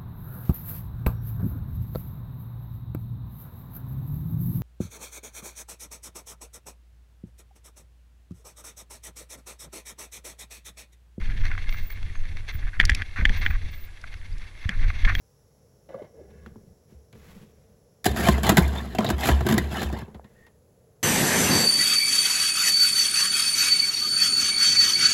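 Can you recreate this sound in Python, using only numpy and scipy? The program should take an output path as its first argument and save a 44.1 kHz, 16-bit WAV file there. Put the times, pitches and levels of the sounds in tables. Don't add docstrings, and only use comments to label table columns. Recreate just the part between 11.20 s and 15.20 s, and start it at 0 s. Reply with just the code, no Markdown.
import sys
import numpy as np
from scipy import signal
from scipy.fft import rfft, irfft, next_fast_len
from scipy.io import wavfile
from scipy.ndimage import uniform_filter1d

SR = 44100
rng = np.random.default_rng(int(sys.argv[2]) if len(sys.argv) > 2 else 0)


def unload_audio(sound):
    columns = np.transpose(np.atleast_2d(sound))
    steps = np.round(np.clip(columns, -1, 1) * 32767)
    wavfile.write(sys.argv[1], SR, steps.astype(np.int16))


N = 176400

# (frequency [Hz], gain [dB])
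AIR_SPECTRUM = [(100, -4.5), (400, -9), (1000, -12), (4000, -17), (11000, -28), (14000, -42)]
# (time [s], notes [count], note length [s], first frequency [Hz], last frequency [Hz])
BIRD_PHRASES = [(0.925, 1, 0.09, 6480, 6270), (2.953, 4, 0.047, 5600, 4150)]
# (time [s], length [s], level [dB], centre frequency [Hz])
WHISTLE_BANDS = [(0.495, 0.23, -52, 14950), (1.316, 0.04, -49, 15000), (2.16, 0.03, -50, 14450),
                 (2.23, 0.08, -53, 15050), (2.503, 0.15, -57, 14750), (3.94, .065, -48, 14750)]
# (time [s], level [dB])
RUMBLE_LEVELS = [(0, -20), (.25, -23), (.52, -29), (1.05, -25.5), (1.2, -32.5), (1.55, -24), (1.72, -18),
                 (1.86, -32.5), (2.02, -18), (2.33, -21.5), (2.5, -31), (2.8, -38), (3.12, -29),
                 (3.38, -38), (3.68, -18.5), (3.79, -25.5), (3.87, -16)]
# (frequency [Hz], gain [dB])
RUMBLE_SPECTRUM = [(10, 3.5), (22, 3.5), (32, 1.5), (45, -11), (75, -8.5), (95, -8.5), (125, -24.5),
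                   (200, -31), (320, -38), (4000, -84.5)]
# (time [s], peak level [dB], frequency [Hz])
HELMET_JOLTS = [(0.077, -17.5, 32.6), (0.215, -11, 21.8), (0.477, -12.5, 19.7), (0.978, -15, 17),
                (1.348, -21, 72), (1.611, -12, 24.7), (1.713, -8.5, 52.3), (1.996, -16, 51),
                (2.03, -13, 36), (2.068, -14, 18.3), (2.299, -15, 67), (2.337, -13.5, 27.7),
                (2.835, -33, 50), (3.114, -30, 53), (3.456, -16, 75), (3.661, -8.5, 22),
                (3.833, -8.5, 23.7)]
# (time [s], level [dB])
WHEEL_THUDS = [(0.074, -42.5), (.478, -51), (.533, -52), (1.144, -48), (1.602, -39), (1.706, -48),
               (1.983, -31.5), (2.016, -34), (2.094, -27), (3.488, -35.5), (3.854, -35.5)]
# (frequency [Hz], gain [dB])
THUD_SPECTRUM = [(60, -12), (170, 20), (300, -1.5), (600, -5), (3000, -34), (10000, -88)]
# (frequency [Hz], bandwidth [Hz], gain [dB])
CASE_MODES = [(804, 14, -16), (1721, 170, 4), (2022, 215, 2), (2342, 130, -1.5), (3230, 440, -6),
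              (3520, 267, -8), (4430, 99, -21)]
# (time [s], peak level [dB], hardness [0-1])
STONE_HITS = [(.2523, -25, 0.68), (.265, -27, 1), (.3137, -23, 0.26), (0.3494, -29, 0.1),
              (0.3769, -21.5, 0.17), (0.4911, -24, 1), (0.5244, -26, 1), (.5432, -26.5, .2),
              (0.7017, -31, 0.67), (.828, -32.5, 0.7), (0.9518, -33.5, 0), (1.053, -33, 0.84),
              (1.169, -31, 0.62), (1.3513, -33.5, 0.13), (1.9595, -27.5, 0.28), (2.8388, -28.5, 0.18),
              (2.9395, -30, 0.79), (3.7008, -20.5, 0.08), (3.876, -18, 0)]
# (time [s], level [dB])
ROLL_LEVELS = [(.2, -48), (.52, -44.5), (.66, -51.5), (1.0, -52.5), (1.25, -54), (1.4, -50.5), (1.58, -60),
               (1.64, -48.5), (1.8, -42.5), (1.84, -54), (1.95, -54.5), (2.1, -44), (2.22, -48),
               (2.4, -48.5), (2.75, -58), (2.97, -53), (3.38, -57), (3.6, -45.5), (3.78, -44)]
# (frequency [Hz], gain [dB])
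SHARP_SPECTRUM = [(500, -17.5), (900, -13.5), (1150, -11), (1400, -14), (1700, -1), (1930, -6.5), (2130, 5),
                  (2400, -6.5), (2750, -4), (2980, -18), (3350, -6.5), (4000, -10.5), (4500, -11.5),
                  (5050, -23.5), (5600, -17), (6400, -19.5), (7000, -36), (10000, -31.5), (12000, -38)]
# (time [s], length [s], level [dB], relative sharp grit level [dB])
TYRE_SCRUBS = [(0.091, 0.033, -49.5, -23), (0.233, 0.044, -41.5, -2.5), (0.299, 0.041, -38, -13),
               (1.279, 0.039, -47.5, 11.5), (1.468, 0.032, -43.5, -6.5), (1.531, 0.046, -44, -9),
               (1.595, 0.026, -30, -1.5), (1.633, 0.017, -30.5, -27), (1.795, 0.034, -39, -8),
               (1.959, 0.076, -34, -8.5), (2.053, 0.0097, -35, -5), (2.158, 0.036, -52, 14),
               (2.21, 0.036, -40, 4.5), (2.251, 0.023, -38, -1), (2.302, 0.016, -33, -13),
               (2.332, 0.033, -38.5, -25), (3.203, 0.053, -53.5, 4), (3.44, 0.019, -43, -3.5),
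               (3.49, 0.063, -42.5, -20), (3.604, 0.081, -43.5, -20), (3.847, 0.013, -32, 2),
               (3.871, 0.058, -27, -36)]
# (frequency [Hz], gain [dB])
DULL_SPECTRUM = [(550, -28.5), (690, -9), (775, -8), (870, -19.5), (1140, -1), (1240, -5.5), (1450, 1),
                 (1540, 3.5), (1650, 3.5), (2050, 4), (2500, -4), (2950, -21.5), (3350, -20), (4200, -37.5),
                 (14000, -73)]
# (time [s], peak level [dB])
CHAIN_SLAPS = [(1.6522, -13), (1.7479, -17), (2.813, -42.5), (3.182, -42)]
# (frequency [Hz], gain [dB])
SLAP_SPECTRUM = [(500, -36), (2200, 21.5), (3600, 14.5), (4700, 22), (6800, 14), (8700, 3.5), (10300, 7.5),
                 (11800, -6), (13200, -7), (16000, -15)]
# (time [s], peak level of the ring [dB], relative crack level [dB])
FRAME_CLACKS = [(1.5999, 0.5, -39), (1.6054, -16, -14), (1.6116, -12, -16), (1.63, -22.5, -29),
                (1.6949, -6, -18), (1.6986, -13, -3), (1.708, -30, -4), (1.718, -17.5, -24),
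                (1.820, -15, -19.5), (2.0533, -2, -21), (2.0573, -30, -2), (2.0941, -16, -12),
                (2.2629, -6.5, -32), (3.492, -13, -9), (3.8501, -13.5, -41), (3.9516, -13, -14)]


def undb(db):
    return 10 ** (np.asarray(db) / 20)


def unit(x):
    return x / np.sqrt(np.mean(x ** 2))


def peak(x):
    return x / np.abs(x).max()


def envelope(levels):
    return undb(np.interp(np.arange(N) / SR, *np.array(levels).T))


def wander(rate_hz):
    hold = max(int(SR / rate_hz), 1)
    steps = np.repeat(rng.standard_normal(N // hold + 1), hold)
    return unit(uniform_filter1d(steps, hold)[:N])


def colour(x, spectrum):
    hz, db = np.array(spectrum).T
    size = next_fast_len(len(x)) * 2
    bin_hz = np.maximum(np.arange(size // 2 + 1) * SR / size, 1)
    gain = undb(np.interp(np.log(bin_hz), np.log(hz), db))
    cepstrum = irfft(np.log(gain))
    cepstrum[1:size // 2] *= 2
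    cepstrum[size // 2 + 1:] = 0
    return irfft(rfft(x, size) * np.exp(rfft(cepstrum)))[:len(x)]


def burst(length, attack, release):
    t = np.arange(SR // 2) / SR
    return np.minimum(t / attack, 1) * np.exp(-np.maximum(t - length, 0) / release)


def contact(t, spectrum, rise_s):
    force = rng.standard_normal(len(t)) * t * np.exp(-t / rise_s)
    return peak(colour(force, spectrum))


def air_rush(level_db=-58.5):
    return undb(level_db) * unit(colour(rng.standard_normal(N), AIR_SPECTRUM))


def bird(level_db=-64.5, period_s=0.144, flutter_db=5.5):
    out = np.zeros(N)
    for start, count, length, from_hz, to_hz in BIRD_PHRASES:
        progress = np.linspace(0, 1, int(length * SR))
        hz = from_hz + (to_hz - from_hz) * progress ** 1.5
        arch = np.sqrt(np.abs(np.sin(np.pi * progress)))
        note = undb(level_db) * arch * np.sin(2 * np.pi * np.cumsum(hz) / SR)
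        for k in range(count):
            add_at(out, start + k * period_s, note)
    return out * undb(flutter_db * wander(260))


def add_at(out, start, x):
    i = int(np.clip(start * SR, 0, N - 1))
    out[i:i + len(x)] += x[:N - i]


def whistles(width_hz=520, fade_s=0.016, flutter_db=3.5):
    out = np.zeros(N)
    for start, length, db, hz in WHISTLE_BANDS:
        shape = burst(length, fade_s, fade_s)
        band = signal.butter(2, [hz - width_hz / 2, hz + width_hz / 2], "band", fs=SR, output="sos")
        sizzle = unit(signal.sosfilt(band, rng.standard_normal(len(shape))))
        add_at(out, start, undb(db) * shape * sizzle)
    return out * unit(undb(flutter_db * wander(70)))


def wind_rumble(gust_db=3):
    pressure = colour(rng.standard_normal(N), RUMBLE_SPECTRUM)
    gusts = undb(gust_db * wander(12))
    return unit(pressure * gusts) * envelope(RUMBLE_LEVELS)


def helmet_jolts(rise_cycles=0.34):
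    out, t = np.zeros(N), np.arange(SR // 2) / SR
    for start, db, hz in HELMET_JOLTS:
        age = t * hz / rise_cycles
        swing = age * np.exp(-age) * np.sin(2 * np.pi * hz * t)
        add_at(out, start, undb(db) * peak(swing))
    return out


def wheel_thuds(length_s=0.012):
    shape = np.zeros(N)
    for start, db in WHEEL_THUDS:
        add_at(shape, start, undb(db) * burst(length_s, attack=length_s / 2, release=length_s))
    return unit(colour(rng.standard_normal(N), THUD_SPECTRUM)) * shape


def case_ring(force):
    ring = np.zeros(len(force))
    for k, (hz, width_hz, db) in enumerate(CASE_MODES):
        resonator = signal.iirpeak(hz, hz / width_hz, SR)
        ring += (-1) ** k * undb(db) * signal.lfilter(*resonator, force)
    return ring


def pebbles(hits_per_s=35, spread_db=6, relative_db=-6):
    hits = rng.random(N) < hits_per_s / SR
    strength = undb(spread_db * (2 * rng.random(N) - 1))
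    return undb(relative_db) * unit(case_ring(hits * strength)) * envelope(ROLL_LEVELS)


def stones(rise_s=0.0015):
    out, t = np.zeros(N), np.arange(SR // 20) / SR
    for start, db, hardness in STONE_HITS:
        click = contact(t, SHARP_SPECTRUM, rise_s)
        crunch = contact(t, DULL_SPECTRUM, rise_s)
        add_at(out, start, undb(db) * peak(hardness * click + (1 - hardness) * crunch))
    return out


def grit(spectrum, grains_per_s=1500, spread_db=3.5, hiss_db=2):
    clicks = (rng.random(N) < grains_per_s / SR) * rng.choice([-1, 1], N)
    strength = undb(spread_db * np.minimum(rng.exponential(size=N), 5))
    hiss = undb(hiss_db) * rng.standard_normal(N)
    return unit(colour(unit(clicks * strength) + hiss, spectrum))


def tyres(scrub_skew=0.69, clump_db=2.5, crunch_db=-10, crunch_spread_db=6.5, flutter_db=3.5):
    dull_scrubs, sharp_scrubs = np.zeros(N), np.zeros(N)
    for start, length, db, sharp_db in TYRE_SCRUBS:
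        progress = np.linspace(0, 1, int(length * SR)) ** scrub_skew
        swell = undb(db) * np.sqrt(np.abs(np.sin(np.pi * progress)))
        add_at(dull_scrubs, start, swell)
        add_at(sharp_scrubs, start, swell * undb(sharp_db))
    dull_scrubs *= undb(clump_db * wander(250))
    roll = envelope(ROLL_LEVELS)
    dull_roll = roll * undb(crunch_db + crunch_spread_db * wander(80))
    sharp_roll = roll * undb(flutter_db * wander(60))
    sharp = grit(SHARP_SPECTRUM) * np.hypot(sharp_roll, sharp_scrubs)
    dull = grit(DULL_SPECTRUM) * (dull_roll + dull_scrubs)
    return sharp + dull


def metal_clink(start_s=3.952, level_db=-17, hz=3270, decay_s=0.0035):
    out, t = np.zeros(N), np.arange(SR // 10) / SR
    add_at(out, start_s, undb(level_db) * np.exp(-t / decay_s) * np.sin(2 * np.pi * hz * t))
    return out


def chain_slaps():
    out, t = np.zeros(N), np.arange(SR // 10) / SR
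    for start, db in CHAIN_SLAPS:
        add_at(out, start, undb(db) * contact(t, SLAP_SPECTRUM, rise_s=0.0014))
    return out


def frame_clacks(rattle_db=-29.5, scrape_s=0.0022, rattle_s=0.0047):
    knock_db, knock_hz, knock_s = -19, 250, 0.0024
    out, t = np.zeros(N), np.arange(SR // 10) / SR
    blow = len(t) // 2
    since_blow = t - t[blow]
    roughness = np.exp(-np.abs(since_blow) / np.where(since_blow < 0, scrape_s, rattle_s))
    knock = undb(knock_db) * np.exp(-t / knock_s) * np.sin(2 * np.pi * knock_hz * t)
    for start, db, crack_db in FRAME_CLACKS:
        force = undb(rattle_db) * rng.standard_normal(len(t)) * roughness
        force[blow] = 1
        add_at(out, start - t[blow], undb(db) * peak(case_ring(force)))
        crack = undb(crack_db) * contact(t, SLAP_SPECTRUM, rise_s=0.00048)
        add_at(out, start, undb(db) * (knock + crack))
    return out


def scene():
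    background = wind_rumble() + helmet_jolts() + air_rush()
    trail = wheel_thuds() + tyres() + stones() + pebbles()
    bike = frame_clacks() + chain_slaps() + metal_clink()
    return (background + trail + bike + whistles() + bird())[None]


def record(dry, whine_hz=10648, whine_db=-73, cutoff_hz=15400):
    whine = undb(whine_db) * unit(np.sin(2 * np.pi * whine_hz * np.arange(N) / SR))
    lowpass = signal.ellip(8, 0.2, 70, cutoff_hz, fs=SR, output="sos")
    return signal.sosfilt(lowpass, np.clip(dry + whine, -1, 1))


dry = scene()
out = record(dry)
unload_audio(out)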